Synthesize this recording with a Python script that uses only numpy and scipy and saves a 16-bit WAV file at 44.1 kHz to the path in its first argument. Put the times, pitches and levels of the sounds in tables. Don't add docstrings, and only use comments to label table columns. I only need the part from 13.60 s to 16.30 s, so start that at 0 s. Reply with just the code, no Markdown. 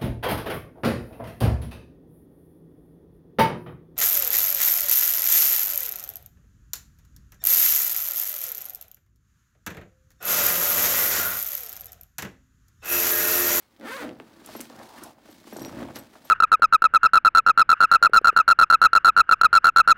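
import sys
import numpy as np
from scipy import signal
from scipy.fft import rfft, irfft
from scipy.io import wavfile
from scipy.ndimage import uniform_filter1d

SR = 44100
rng = np.random.default_rng(int(sys.argv[2]) if len(sys.argv) > 2 else 0)


def store_pcm(level_fs):
    pcm = np.round(np.clip(level_fs, -1, 1) * 32767).astype(np.int16)
    wavfile.write(sys.argv[1], SR, np.atleast_2d(pcm).T)


N = 119070
TIME = np.arange(N) / SR


def amp(db):
    return 10 ** (np.asarray(db) / 20)


def unit(x):
    return x / np.sqrt(np.mean(x ** 2) + 1e-20)


def read(points, hz):
    f, value = np.transpose(points)
    return np.interp(np.log(hz + 1), np.log(f), value)


def curve(table, axis=1):
    rows = np.array(table)
    return np.interp(TIME, rows[:, 0], rows[:, axis])


def add(mix, s, sound):
    start = max(round(s * SR), 0)
    part = mix[start:][:len(sound)]
    part += sound[:len(part)]


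def colour(x, points, size=4096):
    hz = abs(np.fft.fftfreq(size, 1 / SR))
    log_gain = np.log(amp(read(points, hz)))
    minimum_phase = np.exp(np.conj(signal.hilbert(log_gain)))
    ring = np.fft.ifft(minimum_phase).real[:size // 2]
    return signal.fftconvolve(x, ring / np.linalg.norm(ring))[:len(x)]


def wander(hz):
    noise = rfft(rng.standard_normal(N))
    smoothing = 1 + (np.fft.rfftfreq(N, 1 / SR) / hz) ** 4
    return unit(irfft(noise / smoothing, N))


def steady(x, size=1800):
    power = uniform_filter1d(uniform_filter1d(x ** 2, size), size)
    return x / np.sqrt(abs(power) + 1e-9)


def grains(per_s, spread_db, smooth):
    sizes = amp(spread_db * np.minimum(rng.exponential(1, N), 4))
    signs = rng.choice([-1, 1], N)
    happens = rng.random(N) < per_s / SR
    return unit(sizes * signs * happens) + smooth * rng.standard_normal(N)


def bend(x, delay_s):
    f = np.fft.rfftfreq(2 * N, 1 / SR)
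    lag = np.exp(-4j * np.pi * delay_s * np.sqrt(1000 * f))
    return irfft(rfft(x, 2 * N) * lag)[:N]


def resonate(x, hz, width):
    turn = np.exp(2j * np.pi * np.cumsum(hz) / SR)
    r = np.exp(-np.pi * width / SR)
    return 2 * (turn * signal.lfilter([1 - r], [1, -r], x / turn)).real


def tick(db, hz, decay, size=2048):
    width_octaves = 0.62
    t = np.arange(size) / SR
    f = np.fft.rfftfreq(size, 1 / SR)[1:]
    band = -10 * np.log10(1 + (np.log2(f / hz) / width_octaves) ** 4)
    burst = colour(rng.standard_normal(size) * np.exp(-t / decay), np.c_[f, band])
    return amp(db) * burst / abs(burst).max()


# (frequency [Hz], relative level [dB])
BACKGROUND_COLOUR = [(25, -66), (50, 15.5), (300, 7), (1500, 3), (4000, -12), (9000, -31), (16000, -7)]


def background():
    level_db = -66.5
    return amp(level_db) * colour(rng.standard_normal(N), BACKGROUND_COLOUR)


# (frequency [Hz], time [s])
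ROOM_FADE = [(100, 0.18), (300, 0.44), (1500, 0.15), (6000, 0.16)]


def room(x):
    gap_s = 0.0031
    hz, t, z = signal.stft(rng.standard_normal(SR // 2), SR, nperseg=256)
    fade = amp(-60 * t / read(ROOM_FADE, hz)[:, None])
    tail = signal.istft(z * fade, SR, nperseg=256)[1]
    tail = tail * np.minimum(np.arange(len(tail)) / SR / gap_s, 1) ** 2
    return signal.fftconvolve(x, tail / np.linalg.norm(tail))[:N]


# (frequency [Hz], gain [dB])
HOLLOW_MODES = [(131, -6), (226, -6), (274, -18), (306, -17), (546, -12)]


def hollow(x):
    width_hz = 12
    return sum(amp(db) * resonate(x, np.full(N, hz), width_hz) for hz, db in HOLLOW_MODES)


# (time [s], peak level [dB], centre frequency [Hz], decay [s])
TICK_EVENTS = [(0.164, -47.5, 2680, 0.00067), (0.198, -43.5, 1500, 0.0003), (0.2118, -38.5, 1820, 0.00028),
               (0.366, -31, 3030, 0.00089), (0.4925, -34, 2510, 0.00073), (0.6, -30, 1860, 0.00027),
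               (0.8609, -30, 10300, 0.0034), (1.0056, -28, 2230, 0.0005), (1.0055, -29, 10000, 0.0026),
               (1.011, -22.5, 9900, 0.0016), (1.031, -44, 4400, .001), (1.099, -40, 2800, .001),
               (1.163, -43, 4000, 0.001), (1.436, -29, 8600, 0.0044), (1.842, -45, 900, 0.0023),
               (1.967, -32.5, 6000, 0.0042), (1.995, -33.5, 5940, 0.0012), (2.049, -23, 3050, 0.0004),
               (2.2285, -33, 1860, 0.00081), (2.285, -40, 2000, 0.0013), (2.358, -29.5, 4400, 0.00085)]


def ticks():
    out = np.zeros(N)
    for s, db, hz, decay in TICK_EVENTS:
        add(out, s, tick(db, hz, decay))
    return out


# (time [s], peak level [dB])
CLINK_EVENTS = [(0.96, -35), (1.435, -49), (1.704, -51), (1.93, -40), (1.9695, -41), (1.998, -43),
                (2.016, -35.5), (2.0512, -36), (2.357, -40), (2.385, -37), (2.646, -43.5)]
# (frequency [Hz], typical relative level [dB], time to fade by 60 dB [s])
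TAB_MODES = [(5694, -2.5, 0.11), (7710, -9, 0.11), (8610, -11.5, 0.075), (12940, 3.5, 0.059)]


def clinks():
    spread_db, detune_share = 5.5, 0.0022
    rattle_s, rattle_share = 0.0092, 0.38
    out = np.zeros(N)
    t = np.arange(SR // 4) / SR
    hz, mode_db, t60 = np.array(TAB_MODES).T[:, :, None]
    for s, db in CLINK_EVENTS:
        strength, detune = rng.standard_normal((2, len(TAB_MODES), 1))
        mode_level = amp(mode_db + spread_db * strength - 60 * t / t60)
        modes = mode_level * np.sin(2 * np.pi * hz * (1 + detune_share * detune) * t)
        contacts = rng.standard_normal(len(t)) ** 3 * np.exp(-t / rattle_s)
        rattle = np.diff(contacts, prepend=0)
        ring = unit(signal.fftconvolve(rattle, modes.sum(0))[:len(t)])
        clink = ring + rattle_share * unit(rattle)
        add(out, s, amp(db) * clink / abs(clink).max())
    return out


# (time [s], level [dB]); crackle() follows it too
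FLEX_LEVEL = [(0, -93), (0.16, -63.5), (0.45, -48), (0.68, -59), (1.0, -53.5), (1.08, -57), (1.21, -51.5),
              (1.3, -64.5), (1.46, -52), (1.54, -64.5), (1.66, -60.5), (1.71, -58), (1.92, -56.5),
              (2.02, -40.5), (2.11, -44), (2.22, -37), (2.33, -50), (2.4, -46), (2.5, -63.5), (2.7, -61.5)]
# (frequency [Hz], relative level [dB])
CRUMPLE_COLOUR = [(25, -74), (48, -10.5), (105, -3.5), (140, -2), (310, 3.5), (420, -12), (550, -3.5),
                  (1100, -17), (12000, -55)]


def flexing():
    creases = colour(grains(230, 2.07, 0.17), CRUMPLE_COLOUR)
    return steady(bend(creases, 0.000672), size=1400) * amp(curve(FLEX_LEVEL))


def crackle(count=340):
    hardest_db, follow = -38.5, 1
    spread_db, typical_hz, decay_s = 2.5, 2280, 0.00041
    out, flex = np.zeros(N), curve(FLEX_LEVEL)
    places = (np.arange(count) + rng.random(count)) * N / count
    for at in places.astype(int):
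        strength, pitch = rng.standard_normal(2)
        db = hardest_db + follow * (flex[at] - flex.max()) + spread_db * strength
        add(out, at / SR, tick(db, typical_hz * 2 ** (pitch / 2), decay_s))
    return out


# (time [s], swish level [dB], scuff level before a 2.5 dB cut [dB]),
# both before the stutter
RUB_LEVELS = [(0, -64.5, -67), (0.08, -70.5, -78), (0.58, -69, -63.5), (0.81, -61.5, -55),
              (0.94, -47.5, -52), (1.08, -56.5, -59), (1.125, -59, -49.5), (1.21, -57, -51),
              (1.29, -56, -57), (1.43, -54.5, -45), (1.505, -59, -75), (1.545, -72.5, -68),
              (1.63, -66.5, -64), (1.665, -58, -53), (1.85, -62.5, -91), (1.875, -52.5, -55),
              (1.91, -55.5, -64.5), (2.21, -56, -43), (2.335, -62.5, -76), (2.363, -43.5, -38),
              (2.41, -60.5, -55), (2.5, -64.5, -64), (2.555, -59, -54.5), (2.615, -65.5, -62),
              (2.67, -55, -61)]
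# (frequency [Hz], relative level [dB])
SWISH_COLOUR = [(300, 2.5), (4300, 5), (6500, 0), (15500, -6.5)]
# (frequency [Hz], relative level [dB])
SCUFF_COLOUR = [(40, -13.5), (180, -6.5), (280, 6.5), (420, -1), (1100, -2.5), (1700, -5), (2600, -17),
                (8000, -40)]


def rubbing():
    stutter_db = 2 * wander(62)
    swish = steady(colour(grains(1600, 3.74, 1.0), SWISH_COLOUR))
    scuff = steady(colour(grains(1200, 3.4, 1.0), SCUFF_COLOUR))
    swish = swish * amp(curve(RUB_LEVELS) + stutter_db)
    scuff = scuff * amp(curve(RUB_LEVELS, axis=2) + stutter_db - 2.5)
    return swish + scuff


# (time [s], resonance [Hz], level [dB])
SCRAPE_PATH = [(1.07, 650, -87), (1.12, 710, -59), (1.36, 870, -52), (1.405, 1030, -59), (1.43, 1400, -48),
               (1.46, 704, -48), (1.51, 730, -50.5), (1.54, 710, -80)]


def scraping():
    width_hz = 320
    hz = curve(SCRAPE_PATH)
    once = resonate(rng.standard_normal(N), hz, width_hz)
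    ring = resonate(once, hz, width_hz)
    touching = (TIME > SCRAPE_PATH[0][0]) * (TIME < SCRAPE_PATH[-1][0])
    return steady(ring) * amp(curve(SCRAPE_PATH, axis=2)) * touching


# (time [s], level before a 5.5 dB cut [dB], final pitch [Hz], decay [s])
POP_EVENTS = [(0.6, -33.5, 249.2, 0.011), (0.816, -46, 293, 0.0075), (0.8872, -34.5, 607, 0.011),
              (0.951, -25.5, 225, 0.0088), (0.994, -32.5, 242.3, 0.022), (1.1, -37, 448, 0.01),
              (1.198, -33.5, 503, 0.0088), (1.214, -35, 482, 0.0043), (1.583, -45, 418, 0.0034),
              (1.686, -42.5, 283, 0.034), (1.87, -37.5, 234, 0.015), (1.925, -28.5, 199, 0.011),
              (1.962, -28.5, 290, 0.013), (1.986, -30.5, 333, 0.0045), (2.011, -31.5, 272, 0.023),
              (2.06, -27, 303, 0.004), (2.125, -36.5, 559.5, 0.054), (2.226, -30.5, 272, 0.02),
              (2.286, -33.5, 503, 0.02), (2.304, -32, 308, 0.0074), (2.553, -38.5, 614, 0.0078),
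              (2.65, -43.5, 487, 0.0093)]


def pops():
    sweep_hz, sweep_s = 981, 0.00262
    rise_s, grit_share = 0.0013, 0.38
    out = np.zeros(N)
    t = np.arange(SR // 10) / SR
    for s, db, hz, decay in POP_EVENTS:
        turns = np.cumsum(hz + sweep_hz * np.exp(-t / sweep_s)) / SR
        grit = unit(colour(rng.standard_normal(len(t)), SCUFF_COLOUR))
        shape = (1 - np.exp(-t / rise_s)) * np.exp(-t / decay)
        snap = np.sin(2 * np.pi * turns) + grit_share * grit
        add(out, s, amp(db - 5.5) * shape / shape.max() * snap)
    return out


# (time [s], speed [teeth per s], rasp level [dB], drumming level [dB])
ZIP_PULL = [(0.2, 115, -66, -49.5), (0.22, 161, -53, -44.5), (0.258, 312, -42, -39), (0.284, 447, -37, -55),
            (0.301, 460, -38.5, -40.5), (0.322, 507, -34.5, -44.5), (0.369, 577, -37, -71),
            (0.391, 476, -38, -60), (0.411, 505, -37.5, -40), (0.432, 365, -38, -35.5),
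            (0.45, 275, -43, -33), (0.478, 206, -48.5, -41.5), (0.503, 133, -54, -39),
            (0.535, 118, -59, -48)]
# (time [s], timing scatter [share of one tooth])
TOOTH_SCATTER = [(0.25, .14), (0.28, .03), (0.3, .02), (0.313, .09), (0.326, .025), (0.36, .016),
                 (0.374, .12), (0.392, .035), (0.44, .07)]
# (frequency [Hz], relative level [dB])
RASP_COLOUR = [(100, -24), (300, -11), (510, 3), (750, -2), (1050, 4.5), (1550, 5), (2100, 0), (2800, -7),
               (3700, -7.5), (7000, -24)]
DRUM_COLOUR = [(40, -18), (150, -17), (210, -4), (285, 4), (390, -8), (540, -5), (780, -14.5), (1500, -36),
               (5000, -68)]
HISS_COLOUR = [(1200, -18), (4500, 1.5), (8000, 0.5), (15500, -5.5)]


def zipper(size_db=1.5, grit=0.068, hiss_floor=0.49, tooth_share=.4, fade_s=0.0036, delay_s=0.001547):
    hiss_db, hiss_growth_db = -13, 4.5
    echo_gain, echo_start_s, echo_s_per_tooth = 0.73, 0.00119, 0.00003
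    rate = curve(ZIP_PULL)
    turns = np.cumsum(rate) / SR
    at = np.flatnonzero(np.diff(np.floor(turns)))

    slip, strength = rng.standard_normal((N, 2))[:len(at)].T
    scatter = slip * curve(TOOTH_SCATTER)[at] * SR / rate[at]
    place = np.clip(at + scatter, 0, N - 1).astype(int)
    teeth = np.zeros(N)
    teeth[place] = amp(size_db * strength) * np.sqrt(SR / rate[at])

    puff_shape = unit(hiss_floor + np.exp(-(turns % 1) / tooth_share))
    puffs = puff_shape * rng.standard_normal(N)

    force = amp(curve(ZIP_PULL, axis=2))
    wave = bend(colour(teeth + grit * puffs, RASP_COLOUR), delay_s)
    echo_time = TIME - echo_start_s - echo_s_per_tooth * turns
    wave = wave + echo_gain * np.interp(echo_time, TIME, wave)
    rasp = steady(wave, size=600) * force

    drum = steady(colour(teeth + 0.31 * puffs, DRUM_COLOUR), size=600)
    drum = drum * amp(curve(ZIP_PULL, axis=3))

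    hiss_level = amp(hiss_db + hiss_growth_db * np.log2(rate / rate.max()))
    hiss = colour(puffs + 0.22 * teeth, HISS_COLOUR) * force * hiss_level

    outside = np.maximum(np.maximum(ZIP_PULL[0][0] - TIME, TIME - ZIP_PULL[-1][0]), 0)
    return (rasp + drum + hiss) * np.exp(-outside / fade_s)


def scene():
    room_db = -10.5
    bag = zipper() + rubbing() + scraping() + flexing() + pops() + crackle() + ticks() + clinks()
    bag = bag + hollow(bag)
    return (bag + amp(room_db) * room(bag) + background())[None]


def record(dry, low_cut_hz=38, high_cut_hz=15900):
    low_cut = signal.butter(4, low_cut_hz, "highpass", fs=SR, output="sos")
    thin = signal.sosfilt(low_cut, dry)
    band_limit = signal.firwin(401, high_cut_hz, window=("kaiser", 8), fs=SR)
    return signal.oaconvolve(thin, band_limit[None], "same")


dry = scene()
out = record(dry)
store_pcm(out)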